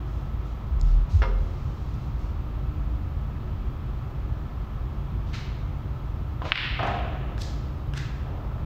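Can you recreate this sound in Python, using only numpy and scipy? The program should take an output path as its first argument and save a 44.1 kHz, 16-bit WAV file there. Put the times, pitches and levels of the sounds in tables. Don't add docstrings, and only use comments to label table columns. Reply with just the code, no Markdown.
import sys
import numpy as np
from scipy import signal
from scipy.fft import rfft, irfft
from scipy.io import wavfile
from scipy.ndimage import uniform_filter1d, minimum_filter1d

SR = 44100
rng = np.random.default_rng(int(sys.argv[2]) if len(sys.argv) > 2 else 0)


def wav_record(signal):
    frames = np.transpose(np.atleast_2d(signal))
    bounded = np.clip(frames, -1, 1)
    quanta = np.round(bounded * 32767).astype(np.int16)
    wavfile.write(sys.argv[1], SR, quanta)


N = 381465

# frequency in Hz, relative level in dB.
RUMBLE_SPECTRUM = [(13, -39.5), (22, -9.5), (37, -6.5), (59, 0), (86, -4.5), (141, -8.5), (167, -19),
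                   (220, -19), (253, -25), (300, -22.5), (327, -29), (363, -23.5), (402, -29), (438, -31),
                   (1340, -32.5), (1740, -89), (2950, -120)]
HISS_SPECTRUM = [(790, -13), (1340, -11.5), (1430, -7), (1790, -12), (2080, -12.5), (3380, -17),
                 (5360, -27), (6580, -30.5), (8510, -38.5), (10600, -41), (13700, -30.5), (15600, -30.5)]
# frequency in Hz, level in dB.
FAN_TONES = [(54, -37), (137, -44.5), (218, -54.5), (301, -56.5), (366, -62), (1303, -63), (1739, -72),
             (2606, -76), (3268, -77)]
# start in seconds,
# level in dB, hold in seconds, tilt in dB per octave.
BRUSHES_AND_CLICK = [(0.063, -70, 0.12, 11), (0.438, -65, .03, 6), (0.833, -60, 0.058, 3.5),
                     (1.089, -55, 0.049, 7), (1.364, -66.5, 0.67, 5.5), (2.174, -63.5, 0.048, 5),
                     (5.256, -59, .03, 0), (5.325, -39, .003, -3)]
# midpoint in seconds, level in dB, frequency in Hz, length in seconds.
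FOOTFALLS = [(0.755, -18, 62, 0.11), (0.872, -15, 40.6, 0.25), (.975, -14.5, 41.7, 0.19),
             (1.156, -12.5, 83, 0.059), (1.205, -14, 56, 0.1), (1.343, -18, 43.3, 0.29)]
# start in seconds, level in dB.
PLAYER_TICKS = [(.7975, -47), (0.8131, -30.5), (.832, -44), (1.9418, -55)]
# start in seconds, length in seconds, level in dB.
BALL_ROLLS = [(6.415, 0.12, -39), (6.95, 0.87, -48), (8.2, 0.53, -42.5)]
# time in seconds,
# pulse level in dB, ring level in dB.
CUE_TAPS = [(6.4195, -21.5, -34.5), (6.453, -32, -31)]
# start in seconds, relative level in dB.
CUSHION_THUDS = [(6.791, -23.5), (6.829, -21.5), (6.851, -28), (6.872, -24.5), (6.944, -31.5)]
# start in seconds, direct level in dB, level sent to the walls in dB,
# low cutoff of the reflections in Hz, relative ring level in dB.
LIGHT_CLICKS = [(6.833, -35, -36, 4200, -20), (7.3796, -33, -23, 3620, -7), (7.9369, -28.5, -27, 1730, -6)]
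# frequency in Hz,
# relative level in dB, 60 dB decay time in seconds.
WOOD_MODES = [(388, -11, 0.24), (458, -29, .2), (532.5, -4.5, 0.25), (677, -11, 0.26), (956, -1, 0.12),
              (1217, -2, .16), (1321, -5, 0.19), (1490, -1, 0.087), (1690, -14, .18), (2120, -12, 0.23),
              (2796, -9, 0.093), (3470, -24, 0.12), (5340, -23, .08)]
RAIL_MODES = [(306.5, -16.5, 0.53), (390, -13.5, 0.31), (573, -11, 0.47), (623, -6, .33), (680, -4, 0.36),
              (704, -2, 0.47), (744, -4.5, 0.39), (798, -6, 0.2), (927, -11, 0.11), (1073, -7, 0.22),
              (1280, -2, 0.075), (1500, -8.5, 0.11), (1669, -17, 0.11)]
CLICK_MODES = [(1669, -3, 0.033), (2810, 1.5, 0.011), (3560, -6, 0.014), (5220, -15, .025)]
# frequency in Hz, relative level in dB.
RUB_SPECTRUM = [(400, -22), (1200, -5), (1600, -2.5), (2300, 0.5), (3100, -1), (4000, 0), (5200, -5),
                (6500, -9.5), (8500, -23.5), (12000, -33.5), (16000, -29)]
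TICK_SPECTRUM = [(1500, -35), (3300, -11), (4200, 2), (6200, 4), (7800, -7), (9500, -32), (15000, -23)]
WOOD_SPECTRUM = [(200, -15), (430, -1), (700, -6), (1000, 1), (1450, 2.5), (2500, -13), (4000, -21),
                 (5600, -25.5), (7000, -43), (10000, -55)]
ROLL_SPECTRUM = [(100, -21), (250, -1), (550, 3), (1150, -4.5), (1700, -16), (3000, -25), (6000, -60)]
TAP_SPECTRUM = [(150, -21), (400, -5), (1050, 7.5), (1700, -16), (3000, -8.5), (5000, -24), (9000, -57)]
CRACK_SPECTRUM = [(300, -29), (800, -13), (1300, -4), (2000, 1), (2800, 1.5), (3600, -3.5), (4500, -11),
                  (5300, -17.5), (6300, -37.5), (9000, -43), (15000, -54)]
RAIL_SPECTRUM = [(40, -10), (100, 4), (350, -7.5), (520, -6), (680, 5.5), (950, -4), (1300, -3.5),
                 (2000, -13.5), (3300, -21), (5000, -32.5), (10000, -65)]
CLICK_SPECTRUM = [(600, -1.5), (1600, 10), (2300, -2), (3000, -1), (4200, -0.5), (6000, -6), (7800, -12.5),
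                  (9800, -23.5), (13500, -25), (15500, -33)]
# frequency in Hz, relative gain in dB.
WOOD_TO_HALL = [(200, -14), (450, 3.5), (800, -2.5), (2000, -7.5), (5000, -2)]
# frequency in Hz, unscaled 60 dB decay time in seconds.
HALL_DECAY = [(200, 5.5), (700, 1.33), (1500, 1.5), (3000, 1.58), (4500, 1.1), (7000, 1.06), (10000, .5),
              (15000, 1.02)]
# delay in seconds,
# relative level in dB.
HALL_ECHOES = [(.0048, -26), (.0098, -25.5), (0.0285, -22.5), (0.034, -26), (0.0358, -11.5), (.0378, -8.5),
               (.052, -15.5), (.057, -10)]
WALL_ECHOES = [(0.0334, -8), (0.0386, 0.5)]


def gain_of(db):
    return 10 ** (np.asarray(db) / 20)


def unit_rms(x):
    return x / np.sqrt(np.mean(x ** 2) + 1e-20)


def value_at(points, hz):
    f, value = np.transpose(points)
    return np.interp(np.log(hz + 1), np.log(f + 1), value)


def add(mix, start_s, sound):
    part = mix[round(start_s * SR):][:len(sound)]
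    part += sound[:len(part)]


def decay(t, t60):
    return np.exp(-np.log(1000) * t / t60)


def response(spectrum, hz, tilt_db=0):
    return gain_of(value_at(spectrum, hz) + tilt_db * np.log2(np.clip(hz, 1000, 8000) / 4000))


def noise(spectrum, size, tilt_db=0):
    gain = response(spectrum, np.fft.rfftfreq(size, 1 / SR), tilt_db)
    return unit_rms(irfft(rfft(rng.standard_normal(size)) * gain, size))


def snap(spectrum, tilt_db=0, size=1024):
    log_gain = np.log(response(spectrum, abs(np.fft.fftfreq(size, 1 / SR)), tilt_db))
    pulse = np.fft.ifft(np.exp(np.conj(signal.hilbert(log_gain)))).real
    return pulse / abs(pulse).max()


def burst(spectrum, t60, tilt_db=0):
    t = np.arange(SR // 2) / SR
    body = snap(spectrum, tilt_db)
    flurry = rng.choice([-1., 1.], len(t)) * decay(t, t60)
    return signal.fftconvolve(flurry, body / np.linalg.norm(body))[:len(t)]


def hall(x, echo_db=0, decay_scale=1):
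    hz, frame_s, bands = signal.stft(rng.standard_normal(2 * SR), SR, nperseg=256)
    t60 = decay_scale * value_at(HALL_DECAY, hz)[:, None]
    tail = signal.istft(bands * decay(frame_s, t60), SR, nperseg=256)[1]
    t = np.arange(len(tail)) / SR
    build_up_db = np.interp(t, [0, .008, .027, .033, .05, .06, .16], [-30.5, -13, -5.5, -2, -4, -.5, -1])
    tail *= gain_of(build_up_db)
    tail /= np.linalg.norm(tail)
    for delay, db in HALL_ECHOES:
        add(tail, delay, gain_of([db + echo_db]))
    return signal.fftconvolve(x, tail)[:N]


def ventilation(waver_hz=3, swell_db=2, swell_period_s=7.6, crest_s=2.9):
    t = np.arange(N) / SR
    knots = np.arange(0, t[-1] + 1, 1 / waver_hz)
    air = gain_of(-30.5) * noise(RUMBLE_SPECTRUM, N) + gain_of(-55) * noise(HISS_SPECTRUM, N)
    for hz, db in FAN_TONES:
        drift = rng.standard_normal((256, 2))[:len(knots)] @ [1, 1j]
        tone = np.interp(t, knots, 1.5 + drift) * np.exp(2j * np.pi * hz * t)
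        air += gain_of(db) * unit_rms(tone.real)
    deep = signal.sosfiltfilt(signal.butter(2, 85, fs=SR, output="sos"), air)
    swell = np.cos(2 * np.pi * (t - crest_s) / swell_period_s)
    return air + deep * (gain_of(swell_db * swell) - 1)


def grainy_noise(hold, t60, tilt_db, rise_s=0.019):
    t = np.arange(SR) / SR
    grain = gain_of(0.5 * unit_rms(uniform_filter1d(rng.standard_normal(SR), size=150)))
    envelope = np.minimum(t / rise_s, 1) * decay(np.maximum(t - rise_s - hold, 0), t60)
    return envelope * grain * noise(RUB_SPECTRUM, SR, tilt_db)


def brushes_and_click():
    out = np.zeros(N)
    for start, db, hold, tilt_db in BRUSHES_AND_CLICK:
        add(out, start, gain_of(db) * grainy_noise(hold, t60=0.37, tilt_db=tilt_db))
    return out + gain_of(-5) * hall(out, decay_scale=0.76)


def footfalls():
    out = np.zeros(N)
    for middle, db, hz, length in FOOTFALLS:
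        t = np.arange(N) / SR - middle
        near = abs(t) < length / 2
        out[near] += gain_of(db) * np.cos(np.pi * t[near] / length) * np.sin(2 * np.pi * hz * t[near])
    return out


def ticks():
    out = np.zeros(N)
    for start, db in PLAYER_TICKS:
        add(out, start, gain_of(db) * burst(TICK_SPECTRUM, t60=.004))
    return out + gain_of(-17) * hall(out, decay_scale=0.65)


def impacts(blows, modes, spectrum, burst_t60, ring_db):
    out, t = np.zeros(N), np.arange(SR // 2) / SR
    onset = (1 - decay(t, 0.0022)) ** 2
    for start, db in blows:
        ring = np.zeros(len(t))
        for hz, mode_db, t60 in modes:
            envelope = gain_of(mode_db + rng.normal()) * decay(t, t60)
            ring += envelope * np.sin(2 * np.pi * (hz * t + rng.random()))
        add(out, start, gain_of(db) * (burst(spectrum, burst_t60) + gain_of(ring_db) * ring * onset))
    return out


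def clatter(start_s=1.22, first_db=-21.5, gap_s=.0087, loss_db=3):
    arrivals = [(start_s + k * gap_s, first_db - k * loss_db) for k in range(5)]
    wood = impacts(arrivals, WOOD_MODES, WOOD_SPECTRUM, burst_t60=0.036, ring_db=-8.5)
    to_hall = irfft(rfft(wood) * response(WOOD_TO_HALL, np.fft.rfftfreq(N, 1 / SR)), N)
    return wood + gain_of(-6) * hall(to_hall, decay_scale=0.46)


def rolling(rise_share=0.15, slowing_db=-9.5):
    envelope, t = np.zeros(N), np.arange(2 * SR) / SR
    for start, length, db in BALL_ROLLS:
        swell = np.minimum(t / (rise_share * length), 1)
        stop = decay(np.maximum(t - length, 0), t60=.1)
        add(envelope, start, gain_of(db + slowing_db * t / length) * swell * stop)
    return envelope * noise(ROLL_SPECTRUM, N)


def contact(hz, width_ms):
    t = np.arange(-round(.002 * SR), round(.002 * SR)) / SR
    pulse = -np.sin(2 * np.pi * hz * t) * np.exp(-.5 * (1000 * t / width_ms) ** 2)
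    return pulse / abs(pulse).max()


def cue(slide_after_s=.016):
    taps, slide = np.zeros((2, N))
    for time, db, ring_db in CUE_TAPS:
        add(taps, time - .002, gain_of(db) * contact(hz=890, width_ms=0.29))
        add(taps, time, gain_of(ring_db) * burst(TAP_SPECTRUM, t60=0.11))
    stroke = gain_of(-43) * grainy_noise(hold=0.054, t60=0.076, tilt_db=-5.5)
    add(slide, CUE_TAPS[0][0] + slide_after_s, stroke)
    return taps + gain_of(-8) * hall(taps) + slide + gain_of(-7) * hall(slide, decay_scale=0.72)


def crack(time_s=6.5203):
    direct, to_hall = np.zeros((2, N))
    add(direct, time_s - .002, gain_of(5) * contact(hz=2450, width_ms=.17))
    add(direct, time_s, gain_of(-16) * burst(CRACK_SPECTRUM, t60=0.052, tilt_db=-4))
    add(to_hall, time_s, gain_of(-0.3) * snap(CRACK_SPECTRUM))
    return direct + hall(to_hall)


def rails():
    thuds = impacts(CUSHION_THUDS, RAIL_MODES, RAIL_SPECTRUM, burst_t60=0.2, ring_db=-6)
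    return gain_of(-2) * thuds + gain_of(-6.5) * hall(thuds)


def clicks():
    early, to_hall = np.zeros((2, N))
    t = np.arange(SR // 8) / SR
    ring = sum(gain_of(db) * decay(t, t60) * np.sin(2 * np.pi * hz * t) for hz, db, t60 in CLICK_MODES)
    for start, db, wall_db, cutoff_hz, ring_db in LIGHT_CLICKS:
        highpass = signal.butter(3, cutoff_hz, "high", fs=SR)
        add(early, start, gain_of(db) * burst(CLICK_SPECTRUM, t60=0.0074, tilt_db=-2))
        add(early, start, gain_of(db + ring_db) * ring)
        for delay, echo_db in WALL_ECHOES:
            flurry = signal.lfilter(*highpass, burst(CLICK_SPECTRUM, t60=0.029, tilt_db=0.8))
            add(early, start + delay, gain_of(wall_db + echo_db - 4) * flurry)
        pulse = signal.lfilter(*highpass, snap(CLICK_SPECTRUM, tilt_db=-2))
        add(to_hall, start, gain_of(wall_db) * pulse)
        add(to_hall, start, gain_of(wall_db + ring_db - 22) * ring)
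    return early + gain_of(16.5) * hall(to_hall, echo_db=-8, decay_scale=0.7)


def limiter(x, ceiling=0.81, recovery_db_per_s=60):
    over_db = 20 * np.log10(np.maximum(abs(x).max(0) / ceiling, 1))
    held_db = -minimum_filter1d(-over_db, size=89)
    recovery_db = np.arange(N) * recovery_db_per_s / SR
    reduction_db = np.maximum.accumulate(held_db + recovery_db) - recovery_db
    return x / gain_of(uniform_filter1d(reduction_db, size=45))


def scene():
    player = footfalls() + clatter() + ticks() + brushes_and_click()
    table = cue() + crack() + rails() + clicks() + rolling()
    return (ventilation() + player + table)[None]


def record(dry):
    sound = limiter(dry) * signal.windows.tukey(N, .001)
    lowpass = signal.firwin(511, 15700, window=("kaiser", 9), fs=SR)
    return signal.oaconvolve(sound, lowpass[None], "same")


dry = scene()
out = record(dry)
wav_record(out)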